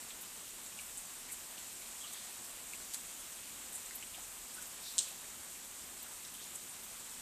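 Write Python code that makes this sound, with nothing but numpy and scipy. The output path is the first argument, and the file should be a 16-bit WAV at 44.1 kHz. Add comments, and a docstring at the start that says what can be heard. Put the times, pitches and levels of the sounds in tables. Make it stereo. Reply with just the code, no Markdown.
"""Steady rain on palm fronds and broad leaves, heard from under a porch by a small two-port microphone.
Countless far drops merge into a patchy noise hiss with a patter of tiny damped rings in it.
Near drops are brief crackles in the band of their leaf, answered by wall echoes and a diffuse porch tail.
Spray, and one crackly drop with its echo, are swelling grainy noise; drips into pooled water are gliding sines.
A low murmur and a slowly swelling throb, both of filtered noise, lie below."""
import sys
import numpy as np
from scipy import signal
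from scipy.fft import rfft, irfft, next_fast_len
from scipy.io import wavfile
from scipy.ndimage import uniform_filter1d

SR = 44100
rng = np.random.default_rng(int(sys.argv[2]) if len(sys.argv) > 2 else 0)


def boost_factor(decibels):
    """Convert a level in decibels to a linear amplitude factor."""
    exponent = np.asarray(decibels, float) / 20
    return 10 ** exponent


def dump(signal):
    """Clip the signal to [-1, 1] and save it as 16-bit WAV at the path in sys.argv[1]."""
    limited = np.clip(np.atleast_2d(signal).T, -1, 1)
    pcm = np.round(limited * 32767).astype(np.int16)
    wavfile.write(sys.argv[1], SR, pcm)


N = 318181  # length of the scene in samples

# single drops on near leaves, level against the rain in the same band, before the near sounds lean left:
# start_s, level_db, centre_hz, width_hz, porch_db (relative strength of the porch answer)
NEAR_DROPS = [(0.106, 14, 3100, 2400, -5.5), (0.663, 11, 7000, 2500, -5), (0.789, 20, 2590, 800, -5),
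              (0.973, 10.5, 9100, 5000, 2.5), (1.573, 6, 3500, 2000, 3.5), (2.127, 6, 10000, 8000, 3),
              (2.7348, 22.5, 2450, 700, -11), (3.1939, 11, 10000, 2000, 0), (3.852, 6, 7250, 3500, 0.5),
              (3.909, 16.5, 1800, 800, -8), (3.95, 13.5, 12150, 4300, 3), (4.026, 19, 2600, 1000, -9),
              (4.1396, 8.5, 3050, 1500, 4), (4.539, 5, 9150, 1690, 6), (4.6181, 5, 9000, 8000, 4),
              (4.9815, 27.5, 6120, 6270, -0.5), (5.554, 8, 2520, 900, -2), (6.0239, 14, 13150, 2300, -1),
              (6.244, 7, 4570, 2500, 2.5), (6.549, 7, 9250, 5500, 6)]
# spatters of spray and run-off; the three rows near 2.94 s are one crackly drop, its strong wall echo
# and its tail; level against the rain in the same band, before the lean to the left:
# peak_s, level_db, centre_hz, width_hz, t60_s
GRAINY_BURSTS = [(0.217, 8.5, 12150, 4300, 0.11), (0.8112, 3, 10000, 6000, .1),
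                 (1.2993, 7, 2210, 1000, 0.17), (1.3236, 10, 10650, 7300, .14),
                 (2.0129, 3.5, 7500, 3000, 0.22), (2.075, 5, 3900, 1600, 0.3), (2.14, 6, 3300, 1400, .1),
                 (2.1723, 4.5, 4100, 2200, 0.51), (2.4461, 3, 10000, 6000, .1),
                 (2.9375, 12, 8700, 12000, 0.028), (2.9445, 15.5, 8300, 10400, 0.032),
                 (2.951, 3.5, 7900, 8000, 0.21), (3.73, 5, 11000, 6000, .1), (3.7541, 11, 9500, 5000, 0.15),
                 (3.968, 6, 13150, 2300, .1), (4.2266, 4, 7500, 3000, .1), (4.6, 4, 1450, 400, .25),
                 (4.675, 6, 12650, 3300, .1), (4.8376, 3, 4400, 2200, .1), (4.866, 7.5, 3800, 500, .62),
                 (4.8684, 9, 4700, 2700, .42), (4.9227, 4, 13150, 2300, .1), (5.08, 4.5, 3200, 2000, 0.24),
                 (5.0868, 7, 11100, 4000, 0.11), (5.6486, 3, 12000, 4000, .1), (6.0641, 10, 1540, 500, .1),
                 (6.3415, 3.5, 11000, 6000, .1), (6.3498, 9, 3380, 790, .1), (6.4, 4, 3400, 800, .45),
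                 (6.4249, 4, 5000, 4000, 0.17), (6.6964, 6, 9600, 3000, 0.13), (6.8383, 8, 12400, 3800, .1)]
# drips into pooled water, level against the whole rain before its colour and the lean to the left:
# start_s, level_db, start_hz, end_hz, t60_s
POOL_DRIPS = [(2.004, -6, 3050, 3410, 0.22), (2.036, 5.5, 3450, 2700, 0.05), (2.042, -2, 1070, 1300, .06),
              (4.176, 7, 520, 920, 0.045), (4.562, -1, 1260, 1550, 0.06), (4.579, 2, 1410, 1560, 0.052)]
# loudness of the hiss over time, ahead of the microphone ports: time_s, rms_db
RAIN_LEVEL = [(0.0, -48.5), (0.6, -48.9), (2.1, -48), (4.48, -48.5), (4.96, -48), (5.52, -49), (7.21, -49)]
# relative colour of all rain sounds, with the port's resonance near 8 kHz: pitch_hz, density_db (per Hz)
RAIN_COLOUR = [(300, -31.5), (520, -9), (1000, -6), (2100, -7), (2800, -6.5), (3800, -6.5), (5100, -8.5),
               (6300, -5.5), (7200, -1.5), (8100, 0.5), (9000, -3), (10700, -8.5), (12000, -10),
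               (14200, -9)]
# loudness of the deepest rumble over time, ahead of the ports: time_s, rms_db
THROB_LEVEL = [(0.0, -77.5), (2.6, -76.5), (4.4, -74.5), (5.04, -73), (5.64, -78.5), (7.21, -73.5)]
# relative colour of the deepest rumble: pitch_hz, density_db (per Hz)
THROB_COLOUR = [(12, -28), (20, 2.5), (36, 10), (48, 3), (60, -13), (78, -35), (130, -120)]
# relative colour of the far low murmur of the garden: pitch_hz, density_db (per Hz)
MURMUR_COLOUR = [(35, -37), (60, -1.5), (124, -6.5), (242, 0.5), (310, -5), (348, -2), (500, -7.5),
                 (650, -37), (1100, -120)]
# left-right likeness of the noise beds: pitch_hz, correlation (1 = same, 0 = unrelated)
STEREO_LIKENESS = [(60, 0.83), (130, 0.92), (290, 0.91), (640, 0.44), (1410, -0.16), (3090, -0.055),
                   (6810, -0.021), (15000, -0.11)]
# sensitivity of the ports, the left being more open over most of the range: pitch_hz, left_minus_right_db
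PORT_LEAN = [(60, 0.5), (330, -0.5), (900, 5), (1900, 6), (2600, 7.5), (5000, 5), (7200, 7.5), (9000, 6),
             (11200, 7.5), (12300, 10.5), (13500, 12.5)]
# decay of the diffuse porch tail: pitch_hz, t60_s
PORCH_DECAY = [(1500, 0.11), (4000, 0.45), (8000, 0.34), (13000, 0.14)]
# wall echoes, levels on top of a drop's porch_db: delay_s, left_db, right_db
WALL_ECHOES = [(.0055, -0.5, 4.5), (.0082, 0, -15), (0.01, -1, -17), (0.015, -31, -13)]

LEAD = 400  # samples kept free before each direct sound


def unit(x):
    """Scales a sound to rms 1."""
    return x / np.sqrt(np.mean(x ** 2) + 1e-20)


def along(points, hz):
    """Reads a curve of (pitch_hz, value) points on a log frequency axis."""
    f, v = np.transpose(points)
    return np.interp(np.log(hz + 1), np.log(f + 1), v)


def filtered(x, response):
    """Multiplies the spectrum of x by a response of frequency."""
    m = 2 * next_fast_len(x.shape[-1] // 2 + 2048)
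    spectrum = rfft(x, m) * response(np.fft.rfftfreq(m, 1 / SR))
    return irfft(spectrum, m)[..., :x.shape[-1]]


def causal(gain):
    """The same gain, ringing only after its excitation (folded cepstrum)."""
    def response(hz):
        cepstrum = irfft(np.log(gain(hz) + .003))  # the offset keeps the log finite
        fold = np.concatenate([[1], np.full(len(hz) - 2, 2), [1], np.zeros(len(hz) - 2)])
        return np.exp(rfft(cepstrum * fold))
    return response


def band(centre_hz, width_hz):
    """A flat-topped band with soft edges."""
    return lambda hz: np.exp(-(2 * (hz - centre_hz) / width_hz) ** 8 / 2)


def add(track, sound, start):
    """Mixes a sound into the track from a sample on."""
    part = track[:, start:start + sound.shape[1]]
    part += sound[:, :part.shape[1]]


def level_curve(points):
    """Turns (time_s, level_db) points into a gain for every sample."""
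    s, db = np.transpose(points)
    return boost_factor(np.interp(np.arange(N) / SR, s, db))


def patches(z, bins, frames, db):
    """A smooth random gain field over frequency and time."""
    field = uniform_filter1d(rng.standard_normal(z.shape[1:]), size=bins, axis=0)
    return boost_factor(db * unit(uniform_filter1d(field, size=frames, axis=1)))


def rush(alike, patchy_db, gusty_db):
    """White stereo noise of rms 1 with small patches and wide, brief surges."""
    z = signal.stft(rng.standard_normal((2, N)), nperseg=256)[2]
    z = z * patches(z, 6, 20, patchy_db)
    z = z * patches(z, 40, 8, gusty_db)
    pair = signal.istft(z, nperseg=256)[1][:, :N]
    # the angle between mid and side sets the left-right correlation
    turn = lambda hz: np.arccos(np.clip(along(alike, hz), -1, 1)) / 2
    mid, side = filtered(pair, lambda hz: np.array([np.cos(turn(hz)), np.sin(turn(hz))]))
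    return unit(np.array([mid + side, mid - side]))


def burst(length_s):
    """A crackle of near even spectrum, LEAD samples into its array, with a decay set by length_s."""
    k = np.arange(2 * LEAD)
    crackle = rng.standard_normal(len(k)) * np.exp(-k / (max(length_s, 1e-5) * SR))
    z = rfft(np.roll(crackle, LEAD))
    return irfft(z / np.abs(z)) * (k >= LEAD - 2)


def porch(db, length_s):
    """Direct crackle, a few wall echoes, then a diffuse tail that builds up and dies by band; new each time."""
    hz, t, z = signal.stft(rng.standard_normal((2, SR // 3)), SR, nperseg=128)
    decay = boost_factor(-60 * t / along(PORCH_DECAY, hz)[:, None])
    tail = signal.istft(z * decay, SR, nperseg=128)[1]
    age = np.arange(tail.shape[1]) / SR
    tail *= 1 - np.exp(-(age / .005) ** 3)  # near silence until the first wall answers
    tail *= 1 + 2.6 * np.exp(-age / 0.01)  # strongest while the nearest walls answer
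    tail = boost_factor(db + 4) * tail / np.linalg.norm(tail[0])
    answer = np.pad(tail, ((0, 0), (LEAD, 0)))
    add(answer, burst(length_s)[None], 0)
    for delay_s, left_db, right_db in WALL_ECHOES:
        # rough walls spread each echo
        scattered = np.array([burst(length_s + .0004), burst(length_s + 0.00057)])
        add(answer, boost_factor([[db + left_db], [db + right_db]]) * scattered, round(delay_s * SR))
    return answer


def throb():
    """The deepest rumble: a narrow low band of noise that swells and sinks slowly."""
    noise = rush(STEREO_LIKENESS, patchy_db=0.0, gusty_db=1.7)
    deep = filtered(noise, lambda hz: boost_factor(along(THROB_COLOUR, hz)))
    return level_curve(THROB_LEVEL) * unit(deep)


def murmur():
    """The far low murmur of the garden: steady low-passed noise."""
    noise = rush(STEREO_LIKENESS, patchy_db=0.9, gusty_db=-0.04)
    return boost_factor(-67.5) * unit(filtered(noise, lambda hz: boost_factor(along(MURMUR_COLOUR, hz))))


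def patter(count, cycles, spread_db):
    """Many small drops at mid distance: short damped rings of random pitch, size and side."""
    draw = rng.random((count, 4))  # moment, pitch, size, side
    k = np.arange(96)
    hz = np.clip(1800 + 12000 * draw[:, 1:2], 100, SR / 2)
    rings = hz * np.sin(2 * np.pi * hz * k / SR) * np.exp(-k * hz / SR / cycles)
    size = boost_factor(-spread_db * np.log(draw[:, 2:3] + .002))  # a few drops are much bigger
    at = ((draw[:, :1] * N).astype(int) + k).ravel()
    angle = draw[:, 3:] * np.pi / 2
    sides = np.cos(angle), np.sin(angle)
    return unit(np.array([np.bincount(at, (rings * size * g).ravel(), N + len(k))[:N] for g in sides]))


def hiss():
    """Countless far drops merge into noise, with the patter of nearer ones faintly in it."""
    far = rush(STEREO_LIKENESS, patchy_db=0.78, gusty_db=0.51)
    return far + boost_factor(-13.0) * patter(count=6000, cycles=2.1, spread_db=2.0)


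def bubbles():
    """Drips into pooled water trap a bubble: a soft-starting sine whose pitch glides."""
    track, t = np.zeros((2, N)), np.arange(SR // 10) / SR
    for s, db, from_hz, to_hz, t60 in POOL_DRIPS:
        pitch_hz = to_hz + (from_hz - to_hz) * np.exp(-t / 0.0071)
        swell = boost_factor(db - 60 * t / t60) * (1 - np.exp(-t / 0.0037))
        tone = swell * np.sin(2 * np.pi * np.cumsum(pitch_hz) / SR)
        add(track, signal.fftconvolve(porch(-6, 0), tone[None], axes=1), round(s * SR) - LEAD)
    return track


def faint(count):
    """Rows for weak spatters of spray at chance moments, levels and pitches."""
    return [(0.079 + when * (N / SR - .1), -5 - 4 * size, 7500 + 5000 * pitch, 3900, 0.085)
            for when, size, pitch in rng.random((count, 3))]


def grainy_bursts():
    """Spatters of spray, and one crackly drop with echo and tail: grainy noise that swells and dies in a band."""
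    track, t = np.zeros((2, N)), np.arange(-SR // 10, SR // 2) / SR  # t = 0 at the peak
    for s, db, centre_hz, width_hz, t60 in GRAINY_BURSTS + faint(count=14):
        rise_s = 0.062 * t60
        swell = np.where(t < 0, np.exp(np.minimum(t, 0) / rise_s), boost_factor(-60 * t / t60))
        grain = boost_factor(1.4 * rng.standard_normal(len(t)))
        noise = unit(rng.standard_normal((2, len(t))) * grain)
        sound = filtered(swell * noise, band(centre_hz, width_hz))
        add(track, boost_factor(db) * sound, max(round((s + t[0]) * SR), 0))
    return track


def drops():
    """Each drop is one brief splat in the band where its leaf rings, with a faint spray of treble above."""
    track = np.zeros((2, N))
    for s, db, centre_hz, width_hz, porch_db in NEAR_DROPS:
        size = boost_factor(db) * np.sqrt(SR * .0015 / 2)  # its energy outweighs 1.5 ms of rain by db
        leaf = lambda hz: band(centre_hz, width_hz)(hz) + boost_factor(-17.5) * (hz > centre_hz)
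        length_s = 0.00053 * boost_factor(1.6 * porch_db)  # farther, wetter drops last longer
        splat = porch(porch_db, length_s)
        add(track, size * filtered(splat, causal(leaf)), round(s * SR) - LEAD)
    return track


def rain():
    """Far hiss and near drops, drips and spray share one colour, levelled by the rms of the hiss."""
    colour = lambda hz: boost_factor(along(RAIN_COLOUR, hz))
    far = hiss()
    near = boost_factor([[.7], [-1.2]]) * (drops() + bubbles() + grainy_bursts())  # the nearest leaves hang to the left
    coloured = filtered(far + near, causal(colour)) / np.std(filtered(far, colour))
    return level_curve(RAIN_LEVEL) * coloured


def scene():
    """The rain, with the murmur and the throb below it."""
    return rain() + murmur() + throb()


def roll_off(x):
    """The treble ends steeply here."""
    return signal.sosfilt(signal.butter(12, 15580, fs=SR, output="sos"), x)


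def record(dry):
    """A little gain; the ports differ in sensitivity; nothing passes them above the band limit."""
    top_hz, gain_db = 14250, 2.5
    sides = [.5, -.5]  # left and right share the lean evenly
    response = lambda hz: boost_factor(gain_db + np.outer(sides, along(PORT_LEAN, hz))) * (hz < top_hz)
    return roll_off(filtered(dry, response))


dry = scene()
out = record(dry)
dump(out)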